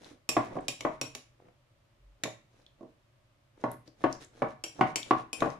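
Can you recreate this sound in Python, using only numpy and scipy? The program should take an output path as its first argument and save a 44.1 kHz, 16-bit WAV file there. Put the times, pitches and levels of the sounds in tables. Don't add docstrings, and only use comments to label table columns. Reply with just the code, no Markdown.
import sys
import numpy as np
from scipy import signal
from scipy.fft import rfft, irfft, next_fast_len
from scipy.io import wavfile
from scipy.ndimage import uniform_filter1d

SR = 44100
rng = np.random.default_rng(int(sys.argv[2]) if len(sys.argv) > 2 else 0)


def generate_wav(sig):
    pcm = np.round(np.clip(np.atleast_2d(sig).T, -1, 1) * 32767).astype(np.int16)
    wavfile.write(sys.argv[1], SR, pcm)


N = 246519
TIME = np.arange(N) / SR
AGE = np.arange(SR // 2) / SR

# (time [s], level [dB], left-right balance [dB])
FOOT_KNOCKS = [(0.112, -41.5, -4.5), (0.3671, -10, -1), (.555, -27.5, -1.5), (.567, -23, -1),
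               (.850, -14, -0.5), (1.015, -27.5, -4.5), (2.254, -25.5, -2.5), (2.809, -37, -3.5),
               (2.83, -37, -2), (3.6391, -15.5, 0), (3.875, -45, 4), (4.0398, -10.5, 4), (4.42, -14, -0.5),
               (4.792, -26.5, -6), (4.8106, -8, -0.5), (5.109, -7.5, 1), (5.422, -12.5, 2.5),
               (5.459, -20, 3)]
# (frequency [Hz], level [dB])
FRICTION_SPECTRUM = [(300, -29), (1500, 3.5), (3200, -0.5), (3800, 3), (4500, -2.5), (6300, -1.5),
                     (8200, -10.5), (9800, -8.5), (11500, -18), (16000, -34.5)]
# (frequency [Hz], correlation [-])
ROOM_CORRELATION = [(100, 0.89), (300, 0.87), (700, 0.073), (1500, 0.23), (8000, 0.14)]


def spoon_clinks(gain_db=-3, high_ring_hz=5637, damping_db=18, bounce_gap_s=0.0024, table_cutoff_hz=850):
    # (time [s], level [dB], low ring [Hz], balance [dB], freedom [0 held, 1 loose])
    impacts = [(0.2906, -14.5, 2539, -1.5, 0.94), (0.6824, -17.5, 2450, 0, 0.87),
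               (0.8076, -26.5, 2280, 1, 0.371), (1.0134, -20, 2536, 1, 0.85), (1.15, -27.5, 2496, 1, 0.55),
               (2.2364, -17, 1910, 0, 0.24), (4.6385, -23, 2324, 1, 0.95), (4.9584, -16.5, 2302, 3.5, 0.85),
               (5.3302, -22.5, 2503, 4.5, 0.91), (5.4049, -28, 2004, 2.5, 0.11)]
    # (level [dB], t60 [s])
    spoon_rings = [(0.5, 0.079), (2.5, 0.058)]
    # (frequency [Hz], level [dB], t60 [s])
    coupled_modes = [(2740, -7, 0.083), (3074, -1, 0.043), (3880, -12, 0.082), (4580, -8, 0.071),
                     (4750, -10, .04), (5400, -5, .04), (7100, -5.5, .05), (7264, 1.5, 0.035),
                     (7470, -7, 0.061), (8100, -13.5, 0.033), (9210, -6, 0.059), (10350, -12, .055),
                     (11930, -23, 0.04), (12450, -17, .035), (12850, -20.5, .035), (14100, -25, .03)]
    # (frequency [Hz], level [dB])
    loose_spectrum = [(100, -14), (600, -7.5), (1200, -4.5), (1900, -9.5), (2500, 4), (3100, -0.5),
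                      (3600, -7), (4700, -6.5), (5600, -1.5), (6200, -13), (7300, 0.5), (8300, -9.5),
                      (10300, -12), (11000, -22.5), (12700, -15.5), (16000, -31)]
    held_spectrum = [(100, -27), (600, -9.5), (1050, -12.5), (1700, -5.5), (2200, 9), (2750, -6), (3700, 6),
                     (4800, -10), (6700, 4.5), (8400, -23.5), (10400, -6.5), (12600, -19), (16000, -32)]
    out = np.zeros((2, N))
    for start, db, low_hz, pan_db, freedom in impacts:
        held = np.clip(1 - freedom, 0, 1)
        modes = np.array([(low_hz, *spoon_rings[0]), (high_ring_hz, *spoon_rings[1])] + coupled_modes)
        modes[:, 2] *= freedom
        strike = lambda: ring(modes, scatter_db=5, phase_spread=[(2500, 1), (7000, 1.5)], detune=0.0047)
        chime = strike()
        add(chime, bounce_gap_s * rng.uniform(0.65, 1.6), amp(-7) * strike())
        burst = stereo_noise([(500, 0.82), (3000, 0.24), (8000, -0.23), (12000, -0.18)]) * decay(0.028)
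        contact_db = lambda hz: (1 - held) * curve(loose_spectrum, hz) + held * curve(held_spectrum, hz)
        crack = unit_energy(filtered(burst, lambda hz: amp(contact_db(hz))))
        clink = unit_energy(amp(-damping_db * held) * chime + amp(-1.5) * crack)
        treble_db = 5 - 7 * held
        clink = filtered(clink, lambda hz: amp(treble_db * hz ** 2 / (hz ** 2 + 7000 ** 2)))
        thud = table_thud(t60=0.044, ring_db=-3, rise_s=0.008)
        thud = filtered(thud, lambda hz: lowpass(hz, table_cutoff_hz))
        add(out, start, amp(db + gain_db) * room(clink + amp(-6) * thud, wet_db=-4 - 3 * held), pan_db)
    return out


def foot_knocks(gain_db=1.5, firm_db=-9.5, grit_db=-32):
    out = np.zeros((2, N))
    for start, db, pan_db in FOOT_KNOCKS:
        softer_db = firm_db - db
        cutoff_hz = 500 + 3200 * 2 ** (-softer_db / 4)
        bass_db = -4 + 0.07 * softer_db
        contact = lambda hz: amp(bass_db / (1 + (hz / 380) ** 4)) * lowpass(hz, cutoff_hz)
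        knock = unit_energy(filtered(table_thud(t60=0.06, ring_db=-4, rise_s=0.004), contact))
        burst = stereo_noise([(3000, 0.36)]) * decay(0.03)
        grit = unit_energy(shaped(burst, FRICTION_SPECTRUM))
        knock = room(knock + amp(grit_db) * grit, wet_db=-5.5, gap_s=0.0042)
        add(out, start, amp(db + gain_db) * knock, pan_db)
    return out


def table_thud(t60, ring_db, rise_s, rebound_gap_s=0.003543):
    # (frequency [Hz], level [dB], t60 [s])
    table_modes = [(134, -6.5, 0.1), (248, -2, 0.085), (287, -11.5, 0.11), (321.9, -1, 0.17),
                   (408.5, -6, 0.13), (458.3, -7, 0.21), (532, -12, 0.057), (570.5, -7.5, 0.24),
                   (630, -4, 0.22), (746, -7.5, 0.22), (797, -5, 0.11), (933, -13, 0.29), (1030, -2, 0.055),
                   (1127, 2, 0.028), (1475, -17, 0.15), (1730, -18, 0.12)]
    # (frequency [Hz], level [dB])
    thud_spectrum = [(30, -30.5), (55, -17), (85, -20), (125, -2), (175, -10), (310, 2.5), (480, -5.5),
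                     (700, -0.5), (900, -11), (1100, 0), (1330, -14), (2100, -17), (3200, -26.5),
                     (12000, -58.5)]
    push = np.zeros((2, len(AGE)))
    push[0, 2] = push[1, 0] = 1
    add(push, rebound_gap_s, amp(-1) * push)
    onset = 1 - decay(rise_s)
    shudder = unit_energy(stereo_noise([(200, 1.0), (1000, 0.38), (4000, 0.24)]) * decay(t60) * onset)
    thump = unit_energy(shaped(amp(-3) * unit_energy(push) + shudder, thud_spectrum))
    ringing = ring(table_modes, scatter_db=3, phase_spread=[(200, 0.14), (500, 0.24), (1200, 0.34)],
                   detune=0.0023)
    return unit_energy(thump + amp(ring_db) * ringing * onset)


def stirring_envelopes():
    # (centre time [s], half length [s], spoon rub [dB], foot shuffle [dB])
    strokes = [(0.071, 0.062, -59.5, -56.5), (0.545, 0.1, -70, -47.5), (1.462, 0.07, -83, -64.5),
               (2.592, 0.088, -74.5, -73), (3.585, 0.046, -88.5, -73.5), (3.877, .017, -66, -73),
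               (4.226, .022, -53, -54), (4.362, 0.04, -70, -61), (5.445, 0.044, -59.5, -40.5)]
    # (delay [s], half length [s], rub [dB], shuffle [dB])
    knock_slides = [(-0.018, 0.033, -54.5, -42.5), (0.084, 0.03, -51, -39)]
    slides = [(start + delay, half, db + rub_db, db + foot_db)
              for start, db, _ in FOOT_KNOCKS for delay, half, rub_db, foot_db in knock_slides]
    rubbing, sliding = np.zeros((2, N))
    for centre, half, rub_db, foot_db in strokes + slides:
        swell = np.exp(-np.minimum(((TIME - centre) / half) ** 2, 20))
        rubbing += amp(rub_db) * swell
        sliding += amp(foot_db) * swell
    return rubbing, sliding


def rub_and_shuffle(rubbing, sliding, slips_per_s=300, judder_db=5.5):
    # (frequency [Hz], level [dB])
    shuffle_spectrum = [(40, -4), (120, -3), (320, 3.5), (650, -0.5), (1200, -11), (2200, -17.5),
                        (5000, -39), (10000, -70)]
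    slips = (rng.random(N) < slips_per_s / SR) * amp(rng.uniform(-13, 12, (2, N)))
    hiss = unit_rms(stereo_noise([(3000, 0.14)], N))
    rub = unit_rms(shaped(hiss + amp(-2) * unit_rms(slips), FRICTION_SPECTRUM))
    judder = unit_rms(uniform_filter1d(rng.standard_normal(N), size=260))
    grain = stereo_noise(ROOM_CORRELATION, N) * amp(judder_db * judder)
    shuffle = unit_rms(shaped(grain, shuffle_spectrum))
    return room(rub * rubbing + shuffle * sliding, wet_db=-9.5)


def film_ticks(rubbing, gain_db=-6, faint_count=20, half_width_octaves=0.23, t60=0.012):
    # (time [s], level [dB], centre frequency [Hz])
    clear_snaps = [(.045, -39, 3833), (.608, -51, 7720), (2.664, -42.5, 3600), (3.716, -33.5, 10600),
                   (3.877, -43, 4500), (4.127, -27, 5550), (4.247, -40.5, 7060), (5.03, -27, 3500),
                   (5.503, -39.5, 5560)]
    rub_energy_share = np.cumsum(rubbing ** 2) / np.sum(rubbing ** 2)
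    times = np.interp(rng.random(faint_count), rub_energy_share, TIME)
    faint_snaps = [(start, -57 + 2.5 * size, 7000 * 2 ** (0.33 * pitch))
                   for start, (size, pitch) in zip(times, rng.standard_normal((faint_count, 2)))]
    out = np.zeros((2, N))
    for start, db, centre_hz in clear_snaps + faint_snaps:
        band = lambda hz: 1 / (1 + (np.log2((hz + 1) / centre_hz) / half_width_octaves) ** 2)
        burst = stereo_noise([(3000, 0.23)]) * decay(t60)
        add(out, start, amp(db + gain_db) * unit_energy(filtered(burst, band)))
    return room(out, wet_db=-7.5)


def table_sway(centre_s=2.08, half_s=0.067, hz=47, db=-54):
    return amp(db) * np.exp(-((TIME - centre_s) / half_s) ** 2) * np.sin(2 * np.pi * hz * TIME)


def room(x, wet_db, gap_s=0.0026):
    # (frequency [Hz], t60 [s])
    reverb_times = [(100, 0.7), (300, 0.11), (800, 0.31), (2000, 0.37), (5000, .31), (10000, .3),
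                    (16000, 0.15)]
    # (delay [s], left level [dB], right level [dB])
    reflections = [(0.0165, -15.5, -12.5), (0.0244, -11, -12.5), (0.039, -14, -23.5), (0.056, -18.5, -25)]
    hz, t, spectra = signal.stft(stereo_noise(ROOM_CORRELATION), SR, nperseg=256)
    spectra = spectra * decay(curve(reverb_times, hz)[:, None], t)
    tail = signal.istft(spectra, SR, nperseg=256)[1][:, :len(AGE)]
    tail *= np.clip(AGE / gap_s - 1, 0, 1)
    wet = signal.fftconvolve(x, tail, axes=1)[:, :x.shape[1]]
    out = x + amp(wet_db) * np.std(x) * unit_rms(wet)
    dull = shaped(x, [(1200, -0.5), (5000, -9.5)])
    for delay, left_db, right_db in reflections:
        add(out, delay * rng.uniform(0.93, 1.05), dull * amp([[left_db], [right_db]]))
    return out


def background(air_db=-69, hum_db=-74, hum_hz=118, half_width_hz=14):
    # (frequency [Hz], level [dB])
    air_spectrum = [(12, -44), (20, -13), (70, -14.5), (134, -8.5), (168, -23), (357, -22), (472, -29),
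                    (574, -16), (738, -27.5), (1220, -25.5), (1400, -29), (2990, -31.5), (3440, -33.5),
                    (14700, -50), (16000, -58)]
    # (frequency [Hz], correlation [-])
    air_correlation = [(60, 1), (240, 0.66), (950, 0.09), (3770, 0.01), (15000, 0.02)]
    air = unit_rms(shaped(stereo_noise(air_correlation, N), air_spectrum))
    hum_band = lambda hz: 1 / (1 + ((hz - hum_hz) / half_width_hz) ** 2)
    hum = unit_rms(filtered(rng.standard_normal(N), hum_band))
    return amp(air_db) * air + amp(hum_db) * hum


def ring(modes, scatter_db, phase_spread, detune):
    hz, db, t60 = np.transpose(modes)[:, :, None]
    hz = hz * (1 + detune * rng.standard_normal(hz.shape))
    phase = rng.uniform(0, 2 * np.pi, hz.shape)
    phase = phase + curve(phase_spread, hz) * rng.standard_normal((len(hz), 2))
    amplitude = amp(db + scatter_db * rng.standard_normal(hz.shape))
    oscillations = decay(t60) * np.exp(2j * np.pi * hz * AGE)
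    return unit_energy(((amplitude * np.exp(1j * phase)).T @ oscillations).imag)


def stereo_noise(correlation, size=len(AGE)):
    angle = np.arccos(np.clip(curve(correlation, np.fft.rfftfreq(size, 1 / SR)), -1, 1)) / 2
    mid, side = irfft(rfft(rng.standard_normal((2, size))) * [np.cos(angle), np.sin(angle)], size)
    return np.array([mid + side, mid - side])


def filtered(x, gain):
    n = x.shape[-1]
    size = 2 * next_fast_len(n // 2 + SR // 10)
    magnitude = np.maximum(gain(np.fft.rfftfreq(size, 1 / SR)), 1e-6)
    cepstrum = irfft(np.log(magnitude))
    cepstrum[1:size // 2] *= 2
    cepstrum[size // 2 + 1:] = 0
    return irfft(rfft(x, size) * np.exp(rfft(cepstrum)), size)[..., :n]


def shaped(x, spectrum):
    return filtered(x, lambda hz: amp(curve(spectrum, hz)))


def lowpass(hz, cutoff_hz):
    return 1 / np.sqrt(1 + (hz / cutoff_hz) ** 4)


def curve(points, hz):
    frequencies, values = np.transpose(points)
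    return np.interp(np.log(hz + 1), np.log(frequencies + 1), values)


def decay(t60, t=AGE):
    return np.exp(-np.log(1000) * t / np.maximum(t60, 1e-4))


def amp(db):
    return 10 ** (np.asarray(db) / 20)


def unit_rms(x):
    return x / np.sqrt(np.mean(x ** 2) + 1e-20)


def unit_energy(x):
    return unit_rms(x) / np.sqrt(x.shape[-1] * 1000 / SR)


def add(out, start, sound, pan_db=0):
    part = out[:, max(round(start * SR), 0):][:, :sound.shape[1]]
    part += sound[:, :part.shape[1]] * amp([[pan_db / 2], [-pan_db / 2]])


def scene():
    rubbing, sliding = stirring_envelopes()
    impacts = spoon_clinks() + foot_knocks()
    return impacts + rub_and_shuffle(rubbing, sliding) + film_ticks(rubbing) + table_sway() + background()


def record(dry):
    cutoff_hz = 16200
    heard = shaped(dry, [(14100, 0.5), (14800, -7.5), (16200, -17.5)])
    size = next_fast_len(N + SR // 2)
    passband = np.fft.rfftfreq(size, 1 / SR) < cutoff_hz
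    return irfft(rfft(heard, size) * passband, size)[:, :N]


dry = scene()
out = record(dry)
generate_wav(out)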